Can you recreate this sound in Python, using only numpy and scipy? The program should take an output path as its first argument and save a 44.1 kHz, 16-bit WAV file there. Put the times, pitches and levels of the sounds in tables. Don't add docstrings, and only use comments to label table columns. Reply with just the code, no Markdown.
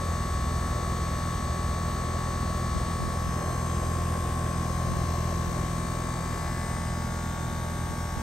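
import sys
import numpy as np
from scipy import signal
from scipy.fft import rfft, irfft, next_fast_len
from scipy.io import wavfile
from scipy.ndimage import uniform_filter1d, map_coordinates

SR = 44100
rng = np.random.default_rng(int(sys.argv[2]) if len(sys.argv) > 2 else 0)


def unload_audio(sound):
    columns = np.transpose(np.atleast_2d(sound))
    steps = np.round(np.clip(columns, -1, 1) * 32767)
    wavfile.write(sys.argv[1], SR, steps.astype(np.int16))


N = 362502
TIME_S = np.arange(N) / SR

SHAFT_HZ = 58.9767
KNOCK_RAD = 0.8
EDGE_HZ = 15750
CORNER_M = 1.22
HELD_REACH_M = 0.23

# time_s, nearness_db (to the fan), walked_m
LISTENER_MOVE = [(0, -2.5, 0.019), (.9, -1.5, 0.0023), (1.7, -2.5, 0.043), (2.5, -1, 0.068),
                 (2.9, -1.5, 0.027), (3.3, -2.5, 0.22), (3.7, -1, 0.46), (4.5, -1, 0.54), (5.4, -0.5, 0.77),
                 (5.901, -1.5, 0.867), (6.3, -2, 0.93), (6.9, -1.5, 1.15), (7.7, -3, 1.34),
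                 (8.22, -4, 1.36)]


def gain_of(db):
    return np.exp(np.asarray(db) * np.log(10) / 20)


def evened(x):
    return x / np.sqrt(np.mean(x ** 2) + 1e-20)


def bell(x, at, reach):
    return np.exp(-((x - at) / reach) ** 2)


def read(points, hz, axis=1):
    table = np.transpose(points)
    return np.interp(np.log(hz + 1), np.log(table[0] + 1), table[axis])


def nearness_db(t=TIME_S):
    table = np.transpose(LISTENER_MOVE)
    return np.interp(t, table[0], table[1])


def walked_m(t=TIME_S):
    table = np.transpose(LISTENER_MOVE)
    return np.interp(t, table[0], table[2])


def drift(top_hz):
    t = np.arange(0, N, 256) / SR
    slow = np.zeros(len(t))
    for hz in np.geomspace(top_hz / 20, top_hz, 20):
        slow += np.sin(2 * np.pi * (hz * t + rng.random())) / np.sqrt(hz)
    return np.interp(TIME_S, t, evened(slow))


def tone(hz, db, start, t=TIME_S):
    return np.sqrt(2) * gain_of(db) * np.cos(2 * np.pi * hz * t + start)


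def sent():
    # time_s, extra_m
    path = [(0, 0), (2.5, .01), (3.3, .04), (4.5, -.02), (5.2, -.03), (5.75, .045), (6.5, .125),
            (7.25, .25), (8.22, .37)]
    extra_m = uniform_filter1d(np.interp(TIME_S, *np.transpose(path)), size=8192)
    return TIME_S - extra_m / 343


def rush():
    # pitch_hz, level_db (per Hz)
    air_spectrum = [(43, -69), (51, -56.5), (75, -53.5), (100, -60.5), (150, -60.5), (280, -69.5),
                    (650, -68), (950, -75), (1150, -74), (1450, -79), (1800, -80.5), (2600, -86),
                    (5500, -89.5), (6300, -87.5), (7300, -89), (8400, -84.5), (9300, -89), (11400, -94),
                    (15500, -100)]
    roar_db, over_fan_db, shade_db = 0.44, 3, -1.5
    over_fan_m, fan_reach_m, shade_reach_m = 0.37, 0.37, 0.18
    frames, hz = N // 512 + 5, np.fft.rfftfreq(2048, 1 / SR)
    t = np.arange(frames) * 512 / SR
    re, im, patches = rng.standard_normal((frames, 1025, 3)).T
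    patches = evened(uniform_filter1d(uniform_filter1d(patches, 20, 0), 10, 1))

    place_db = roar_db + over_fan_db * bell(walked_m(t), over_fan_m, fan_reach_m)
    place_db += shade_db * bell(walked_m(t), CORNER_M, shade_reach_m)
    roar_share = np.exp(-np.log((hz + 1) / 550) ** 2 / 1.7)[:, None]
    near_share = (0.13 + 1.37 * 300 / (hz + 300))[:, None]
    patch_db = 1.47 * (hz / (hz + 250))[:, None]
    db = read(air_spectrum, hz)[:, None] + near_share * nearness_db(t)
    db = db + roar_share * place_db + patch_db * patches
    spectra = (re + 1j * im) * gain_of(db)
    return 5.36 * signal.istft(spectra, nperseg=2048, noverlap=1536)[1][:N]


def boom():
    # pitch_hz, width_hz
    hz, width_hz = (64.4, 5.3)
    level_db, fade_db, fade_m, fade_reach_m = -36.5, -8, 0.5, 0.45
    swell_db, swell_s, swell_reach_s = 2.5, 0.9, 1
    r = np.exp(-np.pi * width_hz / SR)
    resonance = [1, -2 * r * np.cos(2 * np.pi * hz / SR), r * r]
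    ring = signal.lfilter([1], resonance, np.diff(rng.standard_normal(N + SR)))
    passed = (1 + np.tanh((walked_m() - fade_m) / fade_reach_m)) / 2
    db = level_db + fade_db * passed + swell_db * bell(TIME_S, swell_s, swell_reach_s)
    return gain_of(db) * evened(ring[-N:])


def puffs():
    # time_s (just after the peak), level_db, length_s
    air_puffs = [(2.764, -30, 0.045), (3.025, -33, 0.1), (3.275, -38, 0.049), (4.922, -36, 0.15),
                 (5.49, -39, 0.04), (7.91, -40, 0.04), (8.177, -31, 0.028)]
    flutter_db = -72.0 + 13.7 * np.minimum(walked_m() / 0.069, 1)
    shape = gain_of(flutter_db + 6.2 * np.clip(drift(16.), -3, 1.5))
    for s, db, length in air_puffs:
        near = slice(max(round((s - length) * SR), 0), round((s + 4 * length) * SR))
        u = np.maximum((TIME_S[near] - s) / length + 0.41, 0) * 3.5
        shape[near] += gain_of(db) * u * np.exp(1 - u)
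    band = signal.butter(2, [45, 150], "bandpass", fs=SR, output="sos")
    return shape * evened(signal.sosfilt(band, rng.standard_normal(N)))


def motor():
    # mains_multiple, level_db
    hum_tones = [(2, -48.5), (4, -52.5), (28, -65.5)]
    mains_hz = 60.0
    out = tone(1162.8, -62 + drift(2.3), 0)
    for k, db in hum_tones:
        out += tone(round(k) * mains_hz, db + drift(1.42), 2 * np.pi * rng.random())
    return out


def buzz(step_m=0.0906, count=24, size=8192):
    # pitch_hz, level_db (mean)
    shell_spectrum = [(2400, -71), (3200, -72), (3700, -69), (4500, -70.5), (5100, -71.5), (5700, -69.5),
                      (6300, -66), (7300, -73.5), (8000, -68), (8800, -68.5), (9500, -114), (11300, -69.5),
                      (12300, -91), (13500, -105), (15500, -87)]
    from_order, hush_to_order, hush_db = 42, 118, -7.5
    rise_db_per_m = 0.5
    order = np.arange(size // 2 + 1)
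    in_band = (order >= from_order) * (order * SHAFT_HZ < EDGE_HZ)
    level = gain_of(read(shell_spectrum, order * SHAFT_HZ)) * in_band
    re, im = rng.standard_normal((count, len(order), 2)).T

    first_place = bell(np.arange(count) * step_m, 0, HELD_REACH_M / 2)
    hush = gain_of(hush_db * np.outer(order < hush_to_order, first_place))
    turns = irfft(hush * level[:, None] * (re + 1j * im), size, axis=0) * size / 2
    turn_rad = 2 * np.pi * np.arange(size) / size
    turns *= gain_of(1.2 * np.cos(turn_rad - KNOCK_RAD))[:, None]

    spot = np.clip(np.maximum.accumulate(walked_m()) / step_m, 0, count - 2)
    angle = sent() * SHAFT_HZ % 1 * size
    behind, share = np.floor(spot), np.pi / 2 * (spot % 1)
    here = map_coordinates(turns, [angle, behind], order=1, mode="grid-wrap")
    ahead = map_coordinates(turns, [angle, behind + 1], order=1, mode="grid-wrap")
    place_gain = gain_of(.5 * nearness_db() + rise_db_per_m * walked_m())
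    return place_gain * (np.cos(share) * here + np.sin(share) * ahead)


def whistles():
    # shaft_multiple, level_db
    held_orders = [(48, -64.5), (52, -72.5), (56, -69), (58, -75), (59, -64.5), (60, -62.5), (61, -63),
                   (62, -70), (64, -63.0), (65, -64.5), (67, -61), (69, -70.0), (71, -77), (73, -63.5),
                   (74, -63.5), (75, -59.5), (76, -64), (78, -63.5), (79, -67.0), (83, -68.5), (85, -75),
                   (88, -64), (91, -64), (92, -67), (95, -69), (97, -65.5), (101, -66), (102, -61),
                   (104, -65.5), (106, -70), (107, -62.0), (108, -64.5), (110, -66.0), (111, -64),
                   (112, -69), (113, -67.5), (114, -68), (116, -62), (132, -61), (134, -63), (135, -69),
                   (138, -64), (139, -61), (141, -68), (142, -69.5), (147, -65.5)]
    # time_s, shaft_multiple, level_db, length_s, beside_db (change per order away from the middle)
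    swelling_modes = [(3.05, 150, -61, .5, -6), (3.3, 88, -61, 1.2, -7), (3.5, 72, -62, 0.6, -4),
                      (3.4, 104, -59, .8, -9), (3.5, 193, -62, .6, -3), (3.7, 130, -56.5, .7, -6),
                      (3.7, 107, -53, 0.85, -10), (3.7, 139, -61, .6, -2), (3.85, 86, -67.5, .6, 2),
                      (4, 126, -63, 1.1, -4), (4.2, 149, -56.5, 1.6, -4.5), (4.2, 62, -66, 1.4, -10),
                      (4.4, 138, -62, 1, -2), (4.852, 104, -59.5, 0.6, -9), (4.9, 48, -64, 1.6, -9),
                      (4.55, 135, -60, .6, -4), (5.05, 73, -60, .7, -4.5), (5.25, 97, -66, 0.78, -8),
                      (5.3, 106, -61, 0.92, -3), (5.3, 93, -64, 0.65, -2), (5.3, 116, -65, 1.2, -6),
                      (5.35, 132, -63, 0.74, -8), (5.8, 135, -58, 0.8, -7), (5.9, 149, -64, .7, -3),
                      (6, 64, -61.5, 1.4, -9), (6.1, 108, -61.5, 0.75, -2), (6.25, 78, -66.5, 0.6, 2),
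                      (6.4, 126, -64, 1.3, -6), (6.3, 131, -58, 0.79, -6), (6.75, 86, -64, 1, -.5),
                      (6.7, 139, -54, 0.61, -6), (6.75, 149, -60, 0.42, -4), (6.75, 122, -60, .5, -8),
                      (7.25, 134, -65, .6, -8), (7.5, 62, -61.5, 0.84, -5), (7.75, 137, -63, .6, -6),
                      (8.05, 93, -62, .5, 0)]
    loose_rad = 1.15
    far_neighbour_db = -1.5
    left, out = sent(), np.zeros(N)
    stay = bell(walked_m(), 0, HELD_REACH_M)
    heard = [(k, db, stay) for k, db in held_orders]
    for s, k, db, length, beside_db in swelling_modes:
        swell = bell(TIME_S, s, length / 2)
        for step in range(-2, 3):
            step_db = db + beside_db * abs(step) + far_neighbour_db * (abs(step) == 2)
            heard.append((k + step, step_db, swell))
    starts = loose_rad * rng.standard_normal(len(heard))
    for (k, db, swell), start in zip(heard, starts):
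        k = round(k)
        on = swell > .03
        out[on] += swell[on] * tone(k * SHAFT_HZ, db, start - KNOCK_RAD * k, left[on])
    return out


def compressor():
    # shaft_multiple, front_db, side_db (levels heard from each place)
    shaft_orders = [(4, -50, -47.5), (5, -61, -54), (6, -54, -56.5), (8, -70, -74), (10, -53, -54),
                    (12, -55.5, -53.5), (13, -56.5, -56), (14, -58, -52), (15, -55.5, -49), (16, -66, -53),
                    (17, -72, -76), (18, -55.5, -65.5), (19, -39, -44), (20, -51.5, -57),
                    (21, -54.5, -54.5), (22, -49.5, -66), (23, -55, -65.5), (24, -73, -62.5),
                    (25, -78, -59), (26, -61, -66), (27, -65, -51.5), (28, -54.5, -67), (29, -62, -59),
                    (30, -51.5, -57.5), (31, -59, -59.5), (32, -60, -62), (33, -61.5, -83),
                    (34, -57, -62.5), (35, -68, -59), (36, -86, -81), (37, -62, -65.5), (38, -73, -62),
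                    (39, -63, -78), (40, -61.5, -65)]
    # walked_m, shaft_multiple, reach_m, change_db
    echo_spots = [(0.7, 6, 0.4, 6), (0.67, 18, 0.72, 18.5), (0.99, 20, 0.13, 2), (0.71, 14, 0.21, -12),
                  (0.57, 15, 0.25, -9.5), (0.51, 21, 0.33, -3), (0.81, 21, 0.081, -5), (0.92, 22, 0.14, 10),
                  (0.98, 23, .15, 6.5), (0.65, 26, 0.3, 5), (0.29, 27, 0.22, 9.5), (0.72, 27, 0.15, 0),
                  (0.27, 24, 0.15, 3), (1.24, 24, 0.11, 12), (.45, 25, .1, 5), (0.83, 16, 0.08, -16),
                  (0.2, 16, 0.1, -7), (1.03, 28, 0.18, 12), (0.53, 29, 0.25, -11), (1.05, 30, 0.18, 7.5),
                  (0.86, 31, 0.24, -29), (0.82, 32, .15, -2), (1.06, 34, 0.17, 11), (1.05, 26, .12, 6),
                  (0.7, 34, .07, -6), (0.69, 35, 0.08, 4), (0.49, 35, .1, -17), (1.07, 37, 0.22, 7.5),
                  (0.94, 40, 0.14, 6), (0.69, 13, .3, -2), (.5, 12, 0.33, 2)]
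    loudest, ring_rad, scatter_rad = 19, .6, .12
    steps, out = np.arange(0, N, 256) / SR, np.zeros(N)
    walked, left = walked_m(steps), sent()
    side = np.clip(walked / CORNER_M, 0, 1)
    for k, front_db, side_db in shaft_orders:
        k = round(k)
        db = front_db + (side_db - front_db) * side
        for m, order, reach, change_db in echo_spots:
            if round(order) == k:
                db = db + change_db * bell(walked, m, reach)
        away = k - loudest
        scatter = min(scatter_rad * away ** 2, 2.5) * rng.standard_normal()
        start = -KNOCK_RAD * k + ring_rad * abs(away) + scatter
        out += tone(k * SHAFT_HZ, np.interp(TIME_S, steps, db), start, left)
    return out


def blades():
    # blade_multiple, level_db
    blade_tones = [(1, -37), (2, -33.5), (3, -36.5), (4, -37.5), (5, -44.5), (6, -51), (7, -64), (8, -52.5),
                   (9, -52)]
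    # time_s, blade_multiple, reach_s, change_db
    blade_moments = [(.4, 2, 0.85, 3), (1.23, 2, 0.18, -4), (4.07, 2, 1, 2.5), (6, 2, 0.6, -4.5),
                     (4.3, 3, 0.94, 2), (2.64, 4, 0.53, -2.5), (5.38, 4, 0.85, 1.5), (3.2, 5, 0.78, 2),
                     (6.2, 5, 0.5, -9), (6.8, 5, 0.42, 4)]
    blade_hz, waver_db, waver_rad = 41.793, .6, .05
    out = np.zeros(N)
    for k, db in blade_tones:
        k = round(k)
        level_db = db + nearness_db() + waver_db * drift(6.)
        for s, multiple, reach, change_db in blade_moments:
            if round(multiple) == k:
                level_db += change_db * bell(TIME_S, s, reach)
        lead = 2.8 if k == 1 else .7
        out += tone(k * blade_hz, level_db, 2.194 * k + lead + waver_rad * k * drift(3.9))
    return out


def ports(direct, diffuse, other):
    # pitch_hz, likeness (0-1), left_minus_right_db, left_lead_rad
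    bass = [(20, 1, 0, 0), (110, 1, 0, 0)]
    middle = [(172, 0.98, -1, -0.22), (247, 1, -1.5, -0.42), (440, 0.56, 1.5, 0.82), (605, 1, 0.5, 0.73),
              (1140, 0.11, 4, 0.52), (1650, 0.5, 2, 0.87), (2970, 0.28, 2.5, 0.23), (3980, 0.82, 4, 0.75),
              (6400, 0.78, 4, 0.86), (7500, 0.83, 2, 0.83), (8980, 0.76, -0.5, 0.15)]
    treble = [(9650, 1, 0, -np.pi), (10600, 1, 0, -np.pi), (11700, 1, 0, -2 * np.pi),
              (12600, 1, 0, -2 * np.pi), (13450, 1, 0, -3 * np.pi), (14150, 1, 0, -3 * np.pi),
              (14950, 1, 0, -4 * np.pi)]
    table = bass + middle + treble
    size = next_fast_len(N + SR)
    hz = np.fft.rfftfreq(size, 1 / SR)
    same = np.clip(read(table, hz), 0, 1)
    lean = gain_of(read(table, hz, axis=2) / 2)
    lag = np.exp(-1j * read(table, hz, axis=3))
    direct, diffuse, other = rfft([direct, diffuse, other], size)
    left = direct + diffuse
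    right = direct + same * diffuse + np.sqrt(1 - same ** 2) * other
    return irfft([lean * left, lag * right / lean], size)[:, :N]


def turned(heard):
    turn_db, turn_s, turn_length_s = 2.5, 5.56, 1
    band = signal.butter(4, [500, 6000], "bandpass", fs=SR, output="sos")
    middle = signal.sosfiltfilt(band, heard)
    tilt_db = np.outer([.5, -.5], turn_db * bell(TIME_S, turn_s, turn_length_s))
    return heard + middle * (gain_of(tilt_db) - 1)


def scene():
    direct = blades() + motor() + compressor() + whistles() + boom()
    heard = turned(ports(direct, rush() + buzz(), rush() + buzz()))
    return heard + np.outer([1, -1], puffs())


def record(dry):
    bass_cut = signal.butter(5, 36.6, "highpass", fs=SR, output="sos")
    cut = signal.sosfiltfilt(bass_cut, dry)
    band_limit = signal.firwin(1023, EDGE_HZ, window=("kaiser", 9), fs=SR)
    return signal.oaconvolve(cut, band_limit[None], "same")


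dry = scene()
out = record(dry)
unload_audio(out)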